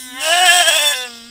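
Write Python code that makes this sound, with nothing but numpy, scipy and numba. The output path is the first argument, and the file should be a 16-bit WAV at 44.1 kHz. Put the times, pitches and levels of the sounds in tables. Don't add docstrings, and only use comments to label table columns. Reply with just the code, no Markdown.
import sys
import numpy as np
from scipy import signal
from scipy.fft import rfft, irfft
from scipy.io import wavfile
from scipy.ndimage import uniform_filter1d, minimum_filter1d
from numba import njit

SR = 44100
rng = np.random.default_rng(int(sys.argv[2]) if len(sys.argv) > 2 else 0)


def persist_wave(psi):
    counts = np.round(np.clip(psi, -1, 1) * 32767).astype(np.int16)
    wavfile.write(sys.argv[1], SR, np.atleast_2d(counts).T)


N = 57330
T = np.arange(N) / SR
TOP_HZ = 15600
CRY_START_S, CRY_END_S = .215, .936
STRAINED_FOLDS = dict(jitter=.02573, shimmer=.35, air=.31)


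def undb(db):
    return 10 ** (np.asarray(db) / 20)


def unit(x):
    return x / np.sqrt(np.mean(x ** 2))


def curve(rows, column=1):
    rows = np.array(rows, float)
    return np.interp(T, rows[:, 0], rows[:, column])


def bell(centre_s, half_length_s):
    return np.exp(-((T - centre_s) / half_length_s) ** 2)


def butterworth(x, order, hz, kind="low"):
    return signal.sosfilt(signal.butter(order, hz, kind, fs=SR, output="sos"), x)


def wobble(hz):
    return unit(butterworth(rng.standard_normal(N), 2, hz))


def colour(x, outline, size=2048):
    hz, db = np.array(outline, float).T
    bins_hz = np.maximum(np.arange(size // 2 + 1) * SR / size, 1)
    gain = undb(np.interp(np.log(bins_hz), np.log(hz), db))
    cepstrum = irfft(np.log(gain))
    cepstrum[1:size // 2] *= 2
    cepstrum[size // 2 + 1:] = 0
    impulse_response = irfft(np.exp(rfft(cepstrum)))
    return signal.fftconvolve(x, impulse_response)[:N]


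@njit
def resonate(x, hz, width_hz):
    y, band_state, low_state = np.empty(len(x)), 0., 0.
    for i in range(len(x)):
        tuning, damping = np.tan(np.pi * hz[i] / SR), width_hz / hz[i]
        band = (band_state + tuning * (x[i] - low_state)) / (1 + tuning * (tuning + damping))
        band_state = 2 * band - band_state
        low_state += 2 * tuning * band
        y[i] = damping * band
    return y


def swell(x, levels, edges_hz, surges=(), rattle_db=0, rattle_hz=45, window=500):
    out = 0
    for k in range(len(edges_hz) + 1):
        band = x
        if k < len(edges_hz):
            band = signal.sosfiltfilt(signal.butter(6, edges_hz[k], fs=SR, output="sos"), x)
        x = x - band
        power = uniform_filter1d(uniform_filter1d(band ** 2, window), window)
        surge_db = sum(change_db[k] * bell(s, half_s) for s, half_s, *change_db in surges)
        db = curve(levels, column=k + 1) + surge_db + rattle_db * (k > 0) * wobble(rattle_hz)
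        out = out + band / np.sqrt(np.abs(power) + 1e-14) * undb(db)
    return out


def pen_background(level_db=-55):
    # frequency_hz, gain_db
    spectrum = [(70, 0), (200, -8), (700, -9), (5000, -13), (15000, -25)]
    return undb(level_db) * unit(colour(rng.standard_normal(N), spectrum))


def bumps(peak_hz=90):
    # time_s, level_db
    blows = [(.195, -57), (.492, -54), (.855, -53), (.995, -55)]
    thud = unit(colour(rng.standard_normal(N), [(25, -4), (peak_hz, 0), (200, -12), (600, -45)]))
    return thud * sum(undb(db) * bell(s, half_length_s=.014) for s, db in blows)


def straw(level_db=-41, flicker_db=3):
    # frequency_hz, gain_db
    spectrum = [(2400, -10.5), (3350, 7.5), (4100, -13), (5300, 9.5), (6300, -6), (9500, -15)]
    hiss = unit(colour(rng.standard_normal(N), spectrum))
    return hiss * bell(centre_s=1.146, half_length_s=.12) * undb(level_db + flicker_db * wobble(hz=53))


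def boards(x, t60_s=.06, echo_db=-2.5, slats_hz=2130):
    tail = rng.standard_normal(N) * undb(-60 * T / t60_s) * (T > .002)
    tail = butterworth(tail, 1, slats_hz, "high")
    return x + undb(echo_db) * signal.fftconvolve(x, tail / np.sqrt(np.sum(tail ** 2)))[:N]


def folds(pitch_hz, roughness, jitter, shimmer, air, flutter_hz=166.6, scatter_rad=1.38):
    detune = jitter * wobble(flutter_hz) + .0063 * wobble(hz=43.6)
    phase = 2 * np.pi * np.cumsum(pitch_hz * (1 + roughness * detune)) / SR
    lags = scatter_rad * rng.standard_normal(68)
    pulses = unit(sum(np.cos(k * phase + lag) * (k * pitch_hz < TOP_HZ) for k, lag in enumerate(lags, 1)))
    breath = butterworth(rng.standard_normal(N), 2, hz=3620, kind="high")
    puffs = unit(breath * np.exp(.5 * np.cos(phase)))
    pulse_size = np.exp(shimmer * roughness * wobble(flutter_hz))
    return pulses * pulse_size + 2 * air * roughness * puffs


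def lower_voice(open_s=.93, close_s=1.065, change_s=.044):
    # time_s, pitch_hz
    pitch = [(0, 256.6), (.13, 249.2), (.2, 268), (.3, 269.8), (.42, 273.4), (.95, 256.1), (1.05, 247.9),
             (1.104, 236.3), (1.216, 231.5), (1.3, 238.3)]
    # time_s, roughness
    roughness = [(.1, .2), (.3, .17), (.95, .27), (.98, .16), (1.04, .18), (1.08, .4), (1.12, .19)]
    # frequency_hz, gain_db
    early_throat = [(255, -14), (520, -4.5), (780, 1.5), (1060, 6.5), (1280, 0.5), (1540, 11), (2050, 12),
                    (2450, -2), (3100, 9), (3400, -2), (3900, -10.5), (4500, -41), (5600, -23.5),
                    (6400, -30.5), (9400, -23), (10500, -32.5)]
    open_throat = [(250, -34), (500, -5.5), (1000, -12.5), (1250, -13), (1520, -5.5), (2000, -5.5),
                   (2300, -22), (2770, 4.5), (3050, -21), (3550, 0), (3850, -16), (5100, -34.5),
                   (5500, -21), (6200, -34.5), (8100, -32.5), (15000, -44.5)]
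    closed_throat = [(235, -16), (1100, -25), (1400, -14.5), (2330, -20.5), (3400, -12.5), (4300, -18),
                     (5000, 3.5), (6400, -11), (8100, 7), (9500, -15.5)]
    # time_s, fundamental_db, low_db, middle_db, treble_db
    onset = [(0.0, -45.5, -56.5, -43.5, -31), (0.134, -45.5, -44.5, -38, -39),
             (0.18, -56, -35, -29.5, -37.5)]
    middle = [(.27, -60, -37, -36, -43), (.9, -62, -35, -32, -39)]
    ending = [(0.965, -52.5, -33.5, -27, -26), (1.05, -53, -34, -27.5, -34),
              (1.095, -45.5, -43.5, -39, -43.5), (1.3, -43.5, -58, -43, -48.5)]
    source = folds(curve(pitch), curve(roughness), jitter=.0144, shimmer=.6, air=1.)
    early = colour(source, early_throat)
    whine_hz = 4050 - 2900 * np.minimum(T, CRY_START_S)
    early = early + undb(9) * resonate(early, whine_hz, width_hz=110.)
    opened, closed = (np.clip(.5 + (T - s) / change_s, 0, 1) for s in (open_s, close_s))
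    voice = (1 - opened) * early
    voice += (opened - closed) * colour(source, open_throat)
    voice += closed * colour(source, closed_throat)
    return swell(boards(voice), [*onset, *middle, *ending], edges_hz=[380, 1250, 4300])


def rasp(pitch_hz, band_hz=(2600, 6900)):
    # time_s, level_db
    levels = [(.19, -55), (.24, -32), (.315, -25.5), (.38, -32), (.61, -30), (.78, -38), (1, -60)]
    buzz = folds(pitch_hz, roughness=.5, **STRAINED_FOLDS)
    return unit(butterworth(buzz, 3, band_hz, "band")) * undb(curve(levels))


def strained_throat(source, pinch_s=.73, pinch_length_s=.12):
    # frequency_hz, gain_db
    response = [(120, -55), (360, -22), (480, -20), (600, -4), (730, 0), (860, -11), (1120, -17),
                (1450, -7), (2000, -7), (2250, -11), (2600, -5), (3250, -7), (3550, -12), (4800, -19),
                (5550, -12), (6300, -20), (7300, -16), (8100, -7), (9600, -21), (10700, -16), (11800, -28),
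                (15000, -22)]
    # centre_hz, width_hz, boost_db
    rings = [(1687, 61, 18.5), (2740, 19, 14), (5586, 88, 3.5)]
    # time_s, centre_hz
    climbing = [(.43, 2948), (.49, 3150), (.54, 3287), (.64, 3150), (.7, 3285), (.77, 3373), (.85, 3518),
                (.94, 3456)]
    # time_s, centre_hz
    dipping = [(.25, 9000), (.35, 8050), (.77, 8050), (.86, 8750)]
    # frequency_hz, gain_db
    pinch = [(2300, 0), (2650, 4), (3000, 0), (3550, 6), (3850, -10), (4350, 2), (6100, -3), (6700, 2),
             (9700, -6), (10700, 2)]
    voice = colour(source, response)
    for hz, width_hz, boost_db in rings:
        voice = voice + undb(boost_db) * resonate(voice, np.full(N, float(hz)), float(width_hz))
    voice = voice + undb(16) * resonate(voice, curve(climbing), width_hz=33.)
    voice = voice + undb(-1) * resonate(voice, curve(dipping), width_hz=420.)
    tightness = np.clip(.5 + (T - pinch_s) / pinch_length_s, 0, 1)
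    return (1 - tightness) * voice + tightness * colour(voice, pinch)


def upper_voice(hum_db=-39, fade_s=.04):
    # time_s, pitch_hz
    pitch = [(0.12, 262.5), (0.19, 283), (0.235, 311.5), (0.285, 320.9), (0.34, 348), (0.445, 369.7),
             (0.465, 359.4), (0.482, 343.6), (0.508, 341.3), (0.532, 358.3), (0.598, 355.2), (0.615, 348.9),
             (0.63, 313), (0.645, 311.6), (0.68, 333), (0.697, 334.2), (0.712, 292.2), (0.725, 297),
             (0.748, 316.6), (0.774, 322), (0.79, 288.4), (0.836, 299), (0.858, 292.4), (0.918, 288.6),
             (0.96, 267)]
    # time_s, roughness
    roughness = [(.29, .72), (.335, .42), (.365, .7), (.45, .42), (.495, .34), (.54, .55), (.58, .66),
                 (.685, .35), (.72, .48), (.77, .36), (.805, .2), (.9, .1), (.945, .55)]
    # time_s, low_db, lower_middle_db, upper_middle_db, treble_db
    levels = [(0.198, -42, -34.5, -29, -27), (0.282, -19, -28.5, -20, -22.5),
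              (0.442, -15.5, -16, -20.5, -22), (0.476, -15, -20.5, -15, -17),
              (0.893, -32.5, -29, -18, -23.5), (0.94, -46.5, -27, -17, -30)]
    # time_s, half_length_s, low_db, lower_middle_db, upper_middle_db, treble_db
    surges = [(0.33, 0.017, 1.5, 5.5, 7, -1.5), (0.427, 0.026, 2, -5, 4, 0),
              (0.497, 0.015, -6.5, 14.5, 6, 0.5), (0.569, 0.02, 3, 1.5, 0.5, 3),
              (0.609, 0.011, 8, 7, 2, 1.5), (.648, 0.019, -6.5, -1, -2, -5), (0.686, 0.012, 9, 11, 4, 5),
              (0.767, 0.0079, 8.5, -39, 2.5, 3.5), (0.833, 0.021, 5, -0.5, -4, 0.5),
              (.87, 0.033, 5.5, -2, 3, 3.5), (0.918, 0.015, 11, 7, -11.5, 4.5)]
    pitch_hz = curve(pitch)
    source = folds(pitch_hz, curve(roughness), **STRAINED_FOLDS)
    voice = boards(strained_throat(source))
    voice = swell(voice, levels, edges_hz=[1250, 2250, 4300], surges=surges, rattle_db=1.1)
    gate = np.clip(1 + np.minimum(T - CRY_START_S, CRY_END_S - T) / fade_s, 0, 1)
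    fundamental = unit(np.sin(2 * np.pi * np.cumsum(pitch_hz) / SR))
    hum = undb(hum_db) * bell(centre_s=.14, half_length_s=.072) * fundamental
    return hum + voice * gate ** 2 + rasp(pitch_hz)


def scene():
    return (upper_voice() + lower_voice() + bumps() + pen_background() + straw())[None]


def record(dry, ceiling_db=-.2, window=45):
    gain = np.minimum(1, undb(ceiling_db) / (np.abs(dry) + 1e-9))
    limited = dry * uniform_filter1d(minimum_filter1d(gain, window), window)
    return signal.sosfilt(signal.ellip(10, .1, 80, TOP_HZ, fs=SR, output="sos"), limited)


dry = scene()
out = record(dry)
persist_wave(out)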